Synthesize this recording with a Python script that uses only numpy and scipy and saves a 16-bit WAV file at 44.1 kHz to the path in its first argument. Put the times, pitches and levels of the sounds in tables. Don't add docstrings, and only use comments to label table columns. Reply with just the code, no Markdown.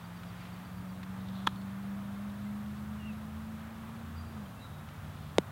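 import sys
import numpy as np
from scipy import signal
from scipy.fft import rfft, irfft
from scipy.io import wavfile

SR = 44100
rng = np.random.default_rng(int(sys.argv[2]) if len(sys.argv) > 2 else 0)


def pcm_store(signal):
    levels = np.round(np.clip(np.atleast_2d(signal), -1, 1) * 32767)
    wavfile.write(sys.argv[1], SR, levels.astype(np.int16).T)


N = 242991
T = np.arange(N) / SR

# (frequency [Hz], relative level [dB])
RUMBLE_SPECTRUM = [(20, -19), (32, -9), (50, -0.5), (70, 4), (100, 6.5), (140, -1), (200, 1.5), (260, -8),
                   (340, -21.5), (600, -43)]
# (frequency [Hz], relative level [dB])
WASH_SPECTRUM = [(150, 3), (300, 0.5), (420, -3), (640, 0.5), (900, 0), (1250, 1.5), (1700, -4),
                 (2400, -10), (3700, -16.5), (4600, -24.5), (6000, -33), (9000, -40), (15000, -26)]
# (time [s], half length [s], centre [Hz], width [Hz], level [dB])
RUSTLE_SWELLS = [(.3, 0.24, 3140, 1900, -67.5), (0.445, .11, 2200, 1600, -60.5),
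                 (1.357, .14, 3600, 1100, -65), (2.147, 0.32, 669, 190, -61.5),
                 (5.2, 0.13, 3520, 1700, -66.5)]
# (time [s], length [s], start pitch [Hz], end pitch [Hz], level [dB], echo send [dB])
WHISTLES = [(1.32, .1, 4170, 4150, -67, -10), (1.555, .06, 4420, 4340, -68, -8),
            (2.455, .028, 2050, 2070, -60, -10), (2.98, .1, 2930, 2640, -59, -15),
            (3.04, .09, 2970, 2480, -54.5, -15), (4.155, .075, 4740, 4700, -63, -2),
            (4.45, .025, 3250, 3050, -64, -8), (4.54, .1, 2640, 2730, -66, -8),
            (4.595, .08, 3950, 3990, -63, -10), (4.595, .095, 3800, 3790, -61, -4)]
# (time [s], firing rate [Hz], level [dB])
LOW_MOTOR_CURVE = [(2.3, 78, -72), (2.6, 79.3, -52.5), (3.65, 82.9, -48.5), (3.95, 84.7, -56.5),
                   (4.18, 84.4, -49), (5, 75.3, -58), (5.51, 73.7, -56)]
# (time [s], level [dB])
V8_ENVELOPE = [(0, -50.5), (.5, -47), (1.3, -41.5), (2.15, -40.5), (3, -42.5), (4.05, -48), (4.27, -52.5),
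               (4.39, -41.5), (4.57, -55), (4.78, -49.5), (5.51, -49.5)]
# (multiple of the engine cycle [x], base level [dB])
LOPE_PARTIALS = [(4, -56), (5, -51), (6, -56.5), (7, -69), (9, -68.5), (10, -58.5), (12, -52.5)]
# (frequency [Hz], gain [dB])
EXHAUST_EQ = [(70, -1), (95, 0), (112, -3), (130, -0.5), (145, -5.5), (165, 2), (225, -5.5), (252, -4.5),
              (268, -19.5), (298, -14), (320, -30)]
# (time [s], level [dB])
FOOTFALLS = [(.233, -47), (0.453, -51), (1.0305, -43), (4.888, -50.5)]
# (frequency [Hz], relative level [dB])
TURF_SPECTRUM = [(600, -11), (1300, 4), (2000, -3), (3000, -5), (3900, -2), (5000, -13.5), (7500, -19),
                 (12000, -30)]
# (time [s], level [dB], t60 [s])
CLOTH_SWISHES = [(1.202, -59.5, 0.088), (1.286, -52.5, 0.042), (1.351, -55.5, .08), (1.401, -56, .06),
                 (1.488, -50, 0.029), (1.558, -54.5, .04), (1.614, -57, .06), (2.296, -56, 0.05),
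                 (2.66, -62, .07)]
# (frequency [Hz], level [dB], t60 [s])
POCKET_MODES = [(284, -36, 0.017), (1050, -21, 0.02), (1345, -13, 0.0189), (1685, -17, 0.0171),
                (2428, -21, 0.0081), (3259, -5, 0.0114), (3821, -15, 0.0127), (5734, -18, 0.0076),
                (6516, -21, 0.0063)]
# (time [s], gain [dB], contact time [s])
POCKET_HITS = [(1.46879, -23, 3.8e-05), (1.47115, -11, 7.6e-05), (1.47196, 4, 0.000282),
               (1.47311, 1, 8.8e-05), (1.4755, -13, 6.9e-05), (1.47631, -12, 0.000104),
               (1.47867, -8, 0.00017)]
# (frequency [Hz], level [dB], t60 [s])
LEATHER_MODES = [(902, -23, 0.0119), (1445, -32, 0.0228), (2130, -19, 0.0065), (3248, -16, 0.0046),
                 (3690, -12, 0.0085), (4920, -23, 0.0063), (6199, -14, 0.0038), (7328, -21, 0.0046),
                 (8527, -13, 0.0038)]
# (time [s], gain [dB], contact time [s])
SLAP_HITS = [(5.38372, 0, 4e-05), (5.38415, -17, 2.8e-05)]


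def undb(db):
    return 10 ** (np.asarray(db) / 20)


def unit(x):
    return x / np.sqrt(np.mean(x ** 2))


def curves(table):
    times, *columns = np.transpose(table)
    return [np.interp(T, times, column) for column in columns]


def eq_gain(points, hz):
    f, db = np.transpose(points)
    return undb(np.interp(np.log(hz + 1), np.log(f), db))


def drift(rate_hz):
    f = np.arange(N + 1) * SR / (2 * N)
    return unit(irfft(rfft(rng.standard_normal(2 * N)) * np.exp(-(f / rate_hz) ** 2)))[:N]


def band(hz, width_hz):
    f = np.arange(N // 2 + 1) * SR / N + 1
    return unit(irfft(rfft(rng.standard_normal(N)) / (1 + ((f - hz ** 2 / f) / width_hz) ** 2), N))


def noise_bed(points, flicker_db, flicker_hz):
    f = np.arange(N // 2 + 1) * SR / N
    spectrum = rfft(rng.standard_normal(N)) * eq_gain(points, f)
    octaves = (np.maximum(0, 1 - abs(np.log2(f + 1) - k)) for k in range(4, 15))
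    return unit(sum(irfft(spectrum * octave, N) * undb(flicker_db * drift(flicker_hz))
                    for octave in octaves))


def fade(t, t60):
    return np.exp(-np.log(1000) * t / t60)


def attack(t, rise_s):
    return 1 - np.exp(-t / rise_s)


def swell(s, half_length):
    return np.exp(-((T - s) / half_length) ** 2 / 2)


def add(out, s, x):
    i = int(np.clip(s * SR, 0, N - 1))
    out[i:i + len(x)] += x[:N - i]


def ring(modes, t):
    return sum(undb(db) * fade(t, t60) * np.cos(2 * np.pi * hz * t) for hz, db, t60 in modes)


def strike(modes, hits):
    out, t = np.zeros(N), T[:SR // 10]
    f = np.arange(len(t) + 1) * SR / (2 * len(t))
    response = rfft(ring(modes, t), 2 * len(t))
    for s, db, contact_s in hits:
        softened = response / (1 + 2j * np.pi * f * contact_s) ** 2
        add(out, s, undb(db) * irfft(softened)[:len(t)])
    return out


def ambience(rumble_db=-49.5, build_db=7, build_s=0.21, wash_db=-52, rustle_db=-71):
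    rumble_gain = undb(rumble_db - build_db * np.exp(-T / build_s))
    rumble = rumble_gain * noise_bed(RUMBLE_SPECTRUM, flicker_db=1.0, flicker_hz=4.5)
    wash = undb(wash_db) * noise_bed(WASH_SPECTRUM, flicker_db=0.83, flicker_hz=3.5)
    rustle = undb(rustle_db + 2.14 * drift(35)) * band(hz=3460, width_hz=1700)
    return rumble + wash + rustle


def rustle_swells(flicker_db=2.5):
    return sum(undb(db + flicker_db * drift(18)) * swell(s, half_length) * band(hz, width_hz)
               for s, half_length, hz, width_hz, db in RUSTLE_SWELLS)


def trill(start_s=.035, period_s=.1215, note_s=.032, glide_hz=(4810, 4470), first_db=-64, send_db=-5):
    count, fade_db_per_s = 8, 5
    return [(start_s + s, note_s, *glide_hz, first_db - fade_db_per_s * s, send_db)
            for s in period_s * np.arange(count)]


def birds(wood_t60=0.75, wood_build_s=.03, waver=0.0052):
    direct, send = np.zeros(N), np.zeros(N)
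    wobble = 1 + waver * drift(160)
    for s, length, start_hz, end_hz, db, send_db in trill() + WHISTLES:
        progress = np.linspace(0, 1, int(length * SR))
        glide_hz = start_hz + (end_hz - start_hz) * progress
        hz = glide_hz * np.roll(wobble, -int(s * SR))[:len(progress)]
        envelope = undb(db) * np.sqrt(2) * np.sin(np.pi * progress)
        note = envelope * np.sin(2 * np.pi * np.cumsum(hz) / SR)
        add(direct, s, note)
        add(send, s, undb(send_db) * note)
    tail = rng.standard_normal(SR) * fade(T[:SR], wood_t60) * attack(T[:SR], wood_build_s)
    return direct + signal.fftconvolve(send, tail / np.linalg.norm(tail))[:N]


def low_motor(waver=0.011, flutter_db=2.5):
    hz, db = curves(LOW_MOTOR_CURVE)
    phase = 2 * np.pi * np.cumsum(hz * (1 + waver * drift(6.7))) / SR
    return np.sqrt(2) * undb(db + flutter_db * drift(3.2)) * np.sin(phase)


def v8_firing_hz(start_hz=172.95, climb_hz_per_s=13.1, shift_at_s=4.27, shift_s=.48, next_gear_hz=148.6):
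    climb = start_hz + climb_hz_per_s * np.minimum(T, shift_at_s)
    progress = np.clip((T - shift_at_s) / shift_s, 0, 1)
    return climb + (next_gear_hz - climb) * np.sin(np.pi / 2 * progress) ** 1.6


def v8(lope_follow=0.2, fading_db=2, flutter_db=1.27, waver=0.0026):
    db, = curves(V8_ENVELOPE)
    cycle_hz = v8_firing_hz() / 8
    phase = 2 * np.pi * np.cumsum(cycle_hz * (1 + waver * drift(8.1))) / SR
    out = undb(db + flutter_db * drift(8)) * np.sin(8 * phase)
    for order, base_db in LOPE_PARTIALS:
        gain = undb(base_db + lope_follow * (db - db.mean()) + fading_db * drift(1.7))
        partial = np.sin(order * phase + 2 * np.pi * rng.random())
        out += gain * eq_gain(EXHAUST_EQ, order * cycle_hz) * partial
    return np.sqrt(2) * out


def cleats(t60=0.032, attack_s=0.00032):
    out, t = np.zeros(N), T[:SR // 5]
    turf = eq_gain(TURF_SPECTRUM, np.arange(len(t) // 2 + 1) * SR / len(t))
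    for s, db in FOOTFALLS:
        crunch = unit(irfft(rfft(rng.standard_normal(len(t))) * turf, len(t)))
        add(out, s, undb(db) * crunch * attack(t, attack_s) * fade(t, t60))
    return out


def swishes(attack_s=0.00032):
    out, t = np.zeros(N), T[:SR // 5]
    cloth = band(hz=3550, width_hz=1300)
    for s, db, t60 in CLOTH_SWISHES:
        burst = cloth[int(s * SR):][:len(t)]
        add(out, s, undb(db) * burst * attack(t, attack_s) * fade(t, t60))
    return out


def running_catch(scrape_db=-31, scrape_half_s=0.0025, crack_db=-41, crack_t60=0.011):
    out, t = strike(POCKET_MODES, POCKET_HITS), T[:SR // 20]
    seated_s = max(POCKET_HITS, key=lambda hit: hit[1])[0]
    crack = band(hz=10700, width_hz=5200)[:len(t)] * fade(t, crack_t60)
    add(out, seated_s, undb(crack_db) * crack)
    scrape = band(hz=3690, width_hz=590) * swell(seated_s, scrape_half_s)
    return out + undb(scrape_db) * scrape


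def padding_thump(t, start_hz=731, end_hz=154, fall_s=.003, db=-9.1, t60=.029):
    hz = end_hz + (start_hz - end_hz) * np.exp(-t / fall_s)
    return undb(db) * np.sin(2 * np.pi * np.cumsum(hz) / SR) * fade(t, t60)


def near_catch(at_s=5.3836, hand_hz=133.4, hand_db=-44, hand_t60=0.26, hand_rise_s=.006):
    out, t = strike(LEATHER_MODES, SLAP_HITS), T[:SR // 5]
    wobble = ring([(hand_hz, hand_db, hand_t60)], t) * attack(t, hand_rise_s)
    add(out, at_s, padding_thump(t) + wobble)
    return -out


def scene():
    background = v8() + low_motor() + ambience() + rustle_swells() + birds()
    fielder = cleats() + swishes() + running_catch()
    return (background + fielder + near_catch())[None]


def record(dry, low_cut_hz=65, hiss_db=-63.5, high_cut_hz=15800):
    low_cut = signal.butter(2, low_cut_hz, "high", fs=SR, output="sos")
    high_cut = signal.ellip(10, .1, 70, high_cut_hz, fs=SR, output="sos")
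    hiss = undb(hiss_db) * rng.standard_normal(dry.shape)
    return signal.sosfilt(high_cut, signal.sosfilt(low_cut, dry) + hiss)


dry = scene()
out = record(dry)
pcm_store(out)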